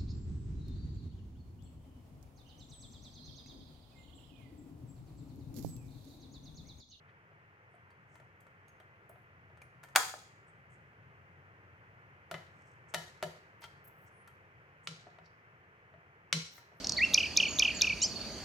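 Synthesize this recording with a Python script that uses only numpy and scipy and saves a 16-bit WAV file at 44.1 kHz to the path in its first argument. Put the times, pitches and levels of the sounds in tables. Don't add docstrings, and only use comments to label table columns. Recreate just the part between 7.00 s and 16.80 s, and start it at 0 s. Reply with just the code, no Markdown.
import sys
import numpy as np
from scipy import signal
from scipy.fft import rfft, irfft, next_fast_len
from scipy.io import wavfile

SR = 44100
rng = np.random.default_rng(int(sys.argv[2]) if len(sys.argv) > 2 else 0)


def put_to_file(sound):
    columns = np.atleast_2d(sound).T
    safe = np.clip(columns, -1, 1)
    whole_steps = np.round(safe * 32767)
    wavfile.write(sys.argv[1], SR, whole_steps.astype(np.int16))


N = 432180
RING_S = np.arange(int(.7 * SR)) / SR

# start in seconds, level of the first 5 ms in dB,
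# brightness in dB per octave, contact cut-off in Hz, favoured frequency in Hz.
SNAPS = [(2.8355, -52, -2.5, 12100, 1400), (2.951, -38, 6.5, 990, 664), (2.9572, -28.5, 0, 12000, 3400),
         (2.959, -15, 0.5, 15000, 1377), (3.138, -41.5, -6.5, 1920, 1266)]
# frequency in Hz, relative level in dB, t60 in seconds.
SAW_MODES = [(766, 9, 0.16), (889, 0, 0.2), (1017, -2, 0.28), (1260, -1.5, 0.2), (1400, 10, 0.055),
             (1470, 0.5, 0.17), (1745, 1, .33), (3324, -4, 0.26), (5146, -11, 0.2), (6270, -7, .25),
             (7000, -2, 0.25), (7600, -8, .25), (8420, -4.5, .3), (9500, -6.5, .2), (12100, -11.5, .28)]
# frequency in Hz, level in dB.
SAW_CRACK = [(160, -26), (230, -27), (320, -16), (380, -21), (460, -9.5), (560, -9), (620, -1), (690, -2.5),
             (780, 0.5), (1000, -3), (1120, -5), (1250, 0.5), (1450, 1.5), (1750, 1), (1900, -4.5),
             (2300, -2.5), (2850, -6.5), (3080, -11), (3350, -4.5), (3900, -10.5), (4900, -8.5),
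             (5650, -14.5), (6300, -10), (7200, -10.5), (8000, -14.5), (8400, -9), (8900, -19),
             (9400, -9.5), (10800, -17.5), (12300, -16), (16000, -17)]


def saw_snaps():
    return blows(SNAPS, SAW_CRACK, SAW_MODES, rise_s=0.0014, crack_t60=0.018,
                 side_db=-6.5, modes_db=-7, vary_db=1.0, pan_db=2.35)


# start in seconds, level of the first 5 ms in dB,
# brightness in dB per octave, contact cut-off in Hz, favoured frequency in Hz, table boom in dB.
KNOCKS = [(0.316, -62.5, -3, 1100, 720, -89), (.741, -59, -0.5, 1400, 710, -89),
          (1.2, -60, 1, 1600, 1020, -82), (1.8, -57.5, 4, 1500, 770, -81),
          (2.095, -54, -4.5, 1780, 695, -91), (2.158, -60, 0.5, 1500, 735, -89),
          (2.499, -64, 1, 1770, 795, -82), (5.312, -38, 0, 17000, 1400, -48),
          (5.3412, -39, 1.5, 3600, 2000, -72), (5.346, -45.5, 1, 3300, 1730, -77),
          (5.939, -38, 1, 15800, 618, -55), (5.9439, -30.5, 3.5, 6960, 1830, -48.5),
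          (6.226, -32, -0.5, 16000, 590, -45.5), (6.2345, -38, 0, 11000, 4500, -73),
          (8.068, -51, -1.5, 1580, 720, -65), (8.186, -53.5, 0, 2500, 696, -61),
          (8.938, -59.5, 0.5, 1700, 669.5, -62.5), (9.718, -60.5, -0.5, 1790, 950, -66)]
# frequency in Hz, relative level in dB, t60 in seconds.
LID_MODES = [(365.5, -3.5, 0.13), (506.7, -8.5, 0.1), (590, -7, 0.12), (642.6, 2, 0.1), (708, -2.5, 0.17),
             (770, -8, 0.2), (960, 1.5, 0.076), (1400, -6, 0.042), (1720, -12, 0.35), (1875, -16, 0.33),
             (2034, -6.5, 0.13), (2997, -7, 0.11), (3845, -12, 0.1)]
# frequency in Hz, level in dB.
LID_CRACK = [(120, -4.5), (230, -15.5), (295, -27), (370, -3), (450, -9), (540, -4), (650, 2), (800, -11),
             (980, -6.5), (1110, -13), (1380, -2), (1550, -15), (1850, -8), (2300, -13), (3000, -13),
             (3900, -16), (4900, -20.5), (8000, -24.5), (12000, -25), (16000, -36)]


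def lid_knocks():
    return blows(KNOCKS, LID_CRACK, LID_MODES, rise_s=0.00055, crack_t60=0.032,
                 side_db=-5, modes_db=-4.5, vary_db=1.5, pan_db=2.0)


# start in seconds, level of the first 5 ms in dB,
# brightness in dB per octave, contact cut-off in Hz, favoured frequency in Hz, table boom in dB.
CLACKS = [(7.8727, -35.5, -1, 9350, 1400, -48), (9.327, -23, -0.5, 13500, 5700, -34.5)]
# frequency in Hz, relative level in dB, t60 in seconds.
FRAME_MODES = [(477, -19.5, 0.22), (1110, -12.5, 0.12), (1378, 6.5, 0.039), (1587, -8, 0.07),
               (2210, 8, 0.04), (2980, -1, 0.13), (4100, -2, 0.18), (5700, -17, 0.12), (6600, -12, 0.1)]
# frequency in Hz, level in dB.
FRAME_CRACK = [(150, -31), (400, -11.5), (550, -8), (780, -19.5), (1030, -6), (1270, -7), (1380, -7.5),
               (1700, -3), (2150, 0.5), (2600, 2), (3000, 1), (4000, 0), (6400, -7), (7400, -8),
               (10000, -15), (15000, -28)]


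def frame_clacks():
    return blows(CLACKS, FRAME_CRACK, FRAME_MODES, rise_s=0.00029, crack_t60=0.0236,
                 side_db=-7, modes_db=-7.5, vary_db=1.0, pan_db=0.9)


# start in seconds, level of the first 5 ms in dB,
# brightness in dB per octave, favoured frequency in Hz.
TICKS = [(.903, -62, -3.5, 4600), (1.153, -59, -2, 1800), (1.198, -63, -2.5, 1370), (1.404, -70.5, 5, 7700),
         (1.465, -60.5, -5, 7700), (1.68, -67, 1.5, 6500), (1.799, -69.5, 0.5, 12600),
         (2.092, -64, 13, 9700), (2.571, -61.5, -3.5, 1400), (2.616, -58.5, -0.5, 9800),
         (2.83, -58.5, -1, 10500), (2.835, -58.5, 1, 12600), (2.843, -57.5, -4.5, 1300),
         (2.885, -62.5, -0.5, 6500), (6.618, -56, -.5, 950), (6.6384, -47.5, -1, 3200),
         (6.646, -57, -4, 1400), (7.274, -57.5, -0.5, 1400), (9.577, -55, -1, 1920)]
# frequency in Hz, relative level in dB, t60 in seconds.
BLADE_MODES = [(950, -0.5, 0.1), (1370, 3.5, 0.1), (1789, 4.5, 0.08), (2100, 1, 0.07), (3200, -5, 0.12),
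               (4500, -10.5, 0.074), (5450, -13.5, 0.09), (6500, -6, 0.062), (7700, -11, .07),
               (8630, -8.5, 0.12), (9750, -6, 0.04), (10500, -8, 0.059), (11603, -11, 0.16),
               (12600, -11.5, .08), (15250, -12, .16), (16400, -14.5, .14)]
# frequency in Hz, level in dB.
TICK_CRACK = [(200, -23), (700, 0.5), (1600, 0.5), (3000, -8.5), (6000, -13), (11000, -11.5),
              (16000, -18.5)]
TICK_CUT_HZ = 12000


def light_ticks():
    rows = [(s, level_db, tilt_db, TICK_CUT_HZ, hz) for s, level_db, tilt_db, hz in TICKS]
    return blows(rows, TICK_CRACK, BLADE_MODES, rise_s=0.0022, crack_t60=0.03,
                 side_db=-6, modes_db=0.5, vary_db=4, pan_db=2.5, even=0.42)


# frequency in Hz, gain of the left-right difference in dB.
SIDE_COLOUR = [(700, -11), (2000, -4), (6000, -0.5)]


def blows(rows, crack, modes, rise_s, crack_t60, side_db, modes_db, vary_db, pan_db, even=0.96):
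    out, short = np.zeros((2, N)), SR // 14
    contact = (1 - np.exp(-(RING_S[:short] / rise_s) ** 2)) * fade(crack_t60, short)
    swell = (1 - fade(0.00993)) ** 2
    for s, level_db, tilt_db, cut_hz, place_hz, *_ in rows:
        shape = lambda f: touch(f, tilt_db, cut_hz, place_hz)
        burst = rng.standard_normal((2, short)) * contact
        mid, side = colour(burst, crack, shape, even)
        side = from_db(side_db) * colour(side, SIDE_COLOUR)
        ring = 0
        for hz, db, t60 in modes:
            mode_gain = from_db(db + vary_db * rng.standard_normal())
            ring = ring + mode_gain * shape(hz) * mode_ring(hz, t60)
        blow = from_db(modes_db) * unit(ring * swell)
        blow[:, :short] += unit(np.array([mid + side, mid - side]))
        attack = np.sqrt(np.mean(blow[:, :SR // 200] ** 2))
        add(out, s, from_db(level_db) * blow / attack)
    return out * balance(pan_db)


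PLACE_DB, PLACE_OCTAVES = 6.5, 0.1


def touch(hz, tilt_db, cut_hz, place_hz):
    octaves = np.log2(np.maximum(hz, 500) / 2000)
    favour = np.exp(-(np.log2(np.maximum(hz, 1) / place_hz) / PLACE_OCTAVES) ** 2)
    return from_db(tilt_db * octaves + PLACE_DB * favour) / np.hypot(1, (hz / cut_hz) ** 2)


MODE_WIDTH_HZ, MODE_WIDTH_SHARE = 15, 0.022


def mode_ring(hz, t60):
    t = RING_S[:int(t60 * SR)]
    beats = t * (MODE_WIDTH_HZ + MODE_WIDTH_SHARE * hz)
    envelope = (wander(beats) + 1j * wander(beats)) * fade(t60, len(t))
    ring = envelope * np.exp(2j * np.pi * hz * t)
    phases = rng.normal(0, .5, (2, 1))
    pair = (np.exp(1j * phases) * ring).imag
    return np.pad(np.sqrt(t60) * unit(pair), [(0, 0), (0, len(RING_S) - len(t))])


# start in seconds, length in seconds, level in dB, centre in Hz, width in octaves.
SLIDES = [(.07, 0.051, -67, 1870, 0.82), (0.685, 0.12, -88.5, 9150, 0.34), (1.054, 0.18, -82, 7260, 0.57),
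          (2.61, 0.016, -55, 2340, 0.13), (2.612, 0.079, -84, 9800, 0.081), (3.46, 0.061, -79, 8150, 0.28),
          (3.685, 0.094, -78.5, 7830, 0.43), (5.468, 0.36, -82, 7060, 0.71),
          (5.865, 0.089, -74, 7200, 0.47), (6.607, 0.07, -55.5, 2790, 1.7),
          (6.595, 0.048, -74, 13500, 0.99), (6.839, .03, -62, 13500, 0.45),
          (6.864, 0.032, -60.5, 13500, 0.48), (6.926, 0.14, -81.5, 13000, .5),
          (6.988, 0.096, -76.5, 13500, .6), (7.05, 0.055, -77, 6940, 0.64), (7.096, 0.17, -79, 9700, 0.12),
          (7.818, 0.068, -75, 8000, 0.46), (8.224, 0.076, -72, 4850, 0.54), (9.499, 0.12, -66.5, 14000, .6),
          (9.7, 0.2, -85.5, 12500, .5)]
SQUEAK_WIDTH_HZ, SQUEAK_FAVOUR = 300, 1.5
RASP_SHARE, RASP_HZ = 0.66, 8000


def slides(grain_db, slip_s):
    out, size = np.zeros((2, N)), next_fast_len(len(RING_S))
    f = np.arange(size // 2 + 1) * SR / size
    blade = sum(t60 ** SQUEAK_FAVOUR / (1 + (2 * (f - hz) / SQUEAK_WIDTH_HZ) ** 2)
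                for hz, _, t60 in BLADE_MODES)
    blade = blade / blade.max() + RASP_SHARE / (1 + (f / RASP_HZ) ** 4)
    for s, length, level_db, hz, octaves in SLIDES:
        slips = band(friction(length, grain_db, slip_s), hz, octaves)
        rub = irfft(rfft(slips, size) * blade, size)[:, :slips.shape[-1]]
        add(out, s, from_db(level_db) * unit(rub) * np.sqrt(length * SR / 2))
    return out


def friction(length, grain_db, slip_s):
    t = RING_S[:int((length + .03) * SR)]
    stroke = np.sin(np.pi * np.minimum(t / length, 1)) ** 2
    return stereo_noise(len(t), alike=0.48) * stroke * from_db(grain_db * wander(t / slip_s))


# frequency in Hz, relative level in dB, time to peak in seconds.
BOOM_MODES = [(162.8, 0.5, 0.034), (142, -13, 0.037), (204.6, -18.5, 0.032), (262.4, -22, 0.03),
              (341, -31, 0.022), (385, -23, 0.034), (476, -20, 0.038)]


def table_boom():
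    out = np.zeros((2, N))
    for s, *_, boom_db in KNOCKS + CLACKS:
        for hz, db, peak_s in BOOM_MODES:
            swell = (RING_S / peak_s * np.exp(1 - RING_S / peak_s)) ** 2
            tone = swell * np.sin(2 * np.pi * hz * RING_S)
            add(out, s, from_db(boom_db + db) * tone * balance(1.4))
    return out


# frequency in Hz, t60 in seconds, left-right likeness from -1 to 1.
ROOM_T60 = [(150.6, 0.53, 1), (600, .35, 0.63), (1700, 0.4, -.2), (4100, 0.55, -0.1), (6967, 0.53, 0.4),
            (11000, 0.39, .7), (16000, .42, 0.47)]
# frequency in Hz, level in dB.
ROOM_COLOUR = [(100, -3), (500, 3), (1500, -1), (2600, -4), (4500, 0), (6500, 0.5), (9000, -2),
               (13000, -0.5), (16000, -3.5)]


def room(x, build_s, grain_db, grain_s):
    hz, tail = np.linspace(0, SR / 2, len(RING_S) // 2 + 1), 0
    mid, side = rfft(rng.standard_normal((2, len(RING_S))))
    for centre, t60, alike in ROOM_T60:
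        share = at_hz([(f, f == centre) for f, *_ in ROOM_T60], hz)
        white = spread(mid, side, alike)
        tail = tail + irfft(white * share, len(RING_S)) * fade(t60)
    clumps = from_db(grain_db * wander(RING_S / grain_s))
    build = 1 - np.exp(-(RING_S / build_s) ** 2)
    tail = colour(unit(tail * clumps * build), ROOM_COLOUR)
    return signal.fftconvolve(x, tail, axes=-1)[:, :N]


# frequency in Hz, relative level in dB per Hz.
RUMBLE = [(15, -62), (25, -50), (39, -24.5), (54, -14), (73, -9.5), (91, 2.5), (150, -1), (188, -8),
          (241, -15), (330, -23.5), (430, -40.5), (730, -120)]
# frequency in Hz, relative level in dB per Hz.
HISS = [(200, -19.5), (300, -5), (430, -0.5), (600, -3.5), (1000, -3), (1400, 0), (2000, -1), (2600, -9),
        (3100, -16), (3700, -29), (6000, -31.5), (9000, -42.5), (12000, -37.5), (16000, -45.5)]
# time in seconds, level in dB before rumble_db is added.
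RUMBLE_LEVEL = [(0.0, -69.5), (0.54, -74), (0.98, -69.5), (2.21, -71.5), (2.51, -67.5), (3.41, -71.5),
                (3.79, -67.5), (9.8, -73)]
# time in seconds, level in dB before hiss_db is added.
HISS_LEVEL = [(0.0, -69.5), (6.36, -66.5), (9.8, -69)]


def ventilation(rumble_db, hiss_db, pan_db):
    t = np.arange(N) / SR
    rumble = from_db(np.interp(t, *np.transpose(RUMBLE_LEVEL)) + rumble_db) * air_noise(RUMBLE)
    hiss = from_db(np.interp(t, *np.transpose(HISS_LEVEL)) + hiss_db) * air_noise(HISS)
    return rumble * balance(pan_db) + hiss


# frequency in Hz, likeness from 0 to 1.
LIKENESS = [(60, 1), (150, 1), (400, 0.92), (1000, 0.99), (2400, 0.31), (6000, 0.11), (15000, 0.1097)]
FAN_LAG_S = 0.00027


def air_noise(spectrum):
    hz = np.arange(N // 2 + 1) * SR / N
    mid, side = rfft(rng.standard_normal((2, N)))
    both = spread(mid, side, np.clip(at_hz(LIKENESS, hz), 0, .99))
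    both[0] *= np.exp(-2j * np.pi * hz * FAN_LAG_S)
    return unit(irfft(both * from_db(at_hz(spectrum, hz)), N)) * np.sqrt(N)


def from_db(db):
    return 10 ** (np.asarray(db) / 20)


def balance(pan_db):
    return from_db([[pan_db / 2], [-pan_db / 2]])


def unit(x):
    return x / np.sqrt(np.mean(np.sum(x ** 2, axis=-1)) + 1e-30)


def at_hz(points, hz):
    known_hz, values = np.transpose(points)
    return np.interp(np.log(np.maximum(hz, 1)), np.log(known_hz), values)


def fade(t60, size=len(RING_S)):
    return np.exp(-np.log(1000) * RING_S[:size] / max(t60, 1e-4))


def colour(x, spectrum, shape=np.ones_like, even=0):
    size = 2 * next_fast_len(x.shape[-1])
    hz, bins = np.arange(size // 2 + 1) * SR / size, rfft(x, size)
    gain = from_db(at_hz(spectrum, hz)) * shape(hz)
    cepstrum = irfft(np.log(gain) - even * np.log(np.abs(bins) + 1e-9))
    cepstrum[..., 1:size // 2] *= 2
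    cepstrum[..., size // 2 + 1:] = 0
    return irfft(bins * np.exp(rfft(cepstrum)))[..., :x.shape[-1]]


def band(x, hz, octaves):
    edges = np.minimum(hz * 2 ** (np.array([-.5, .5]) * octaves), [.4 * SR, .45 * SR])
    return signal.sosfilt(signal.butter(2, edges, "band", fs=SR, output="sos"), x + 1e-18)


def spread(mid, side, alike):
    return np.sqrt(1 + alike) * mid + np.sqrt(1 - alike) * np.array([side, -side])


def stereo_noise(size, alike):
    mid, side = rng.standard_normal((2, size))
    return spread(mid, side, alike) / np.sqrt(2)


def wander(steps):
    return np.interp(steps, np.arange(1024), rng.standard_normal(1024))


def add(track, s, sound):
    start = int(s * SR)
    track[:, start:start + sound.shape[-1]] += sound[:, :N - start]


def scene():
    saw, lid, frame = saw_snaps(), lid_knocks(), frame_clacks()
    small = light_ticks() + slides(grain_db=4, slip_s=0.0057)
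    into_room = from_db(-4.0) * saw + from_db(-3.0) * lid + from_db(-1.94) * frame + from_db(-5.5) * small
    echo = room(into_room, build_s=0.00055, grain_db=1.5, grain_s=0.0027)
    high_pass = signal.butter(2, 120, "high", fs=SR, output="sos")
    parts = signal.sosfilt(high_pass, saw + lid + frame + small + echo)
    return parts + table_boom() + ventilation(rumble_db=5.0, hiss_db=6.0, pan_db=3.0)


CUTOFF_HZ = 16700


def record(dry):
    return signal.sosfilt(signal.ellip(10, .1, 70, CUTOFF_HZ, fs=SR, output="sos"), dry)


dry = scene()
out = record(dry)
put_to_file(out)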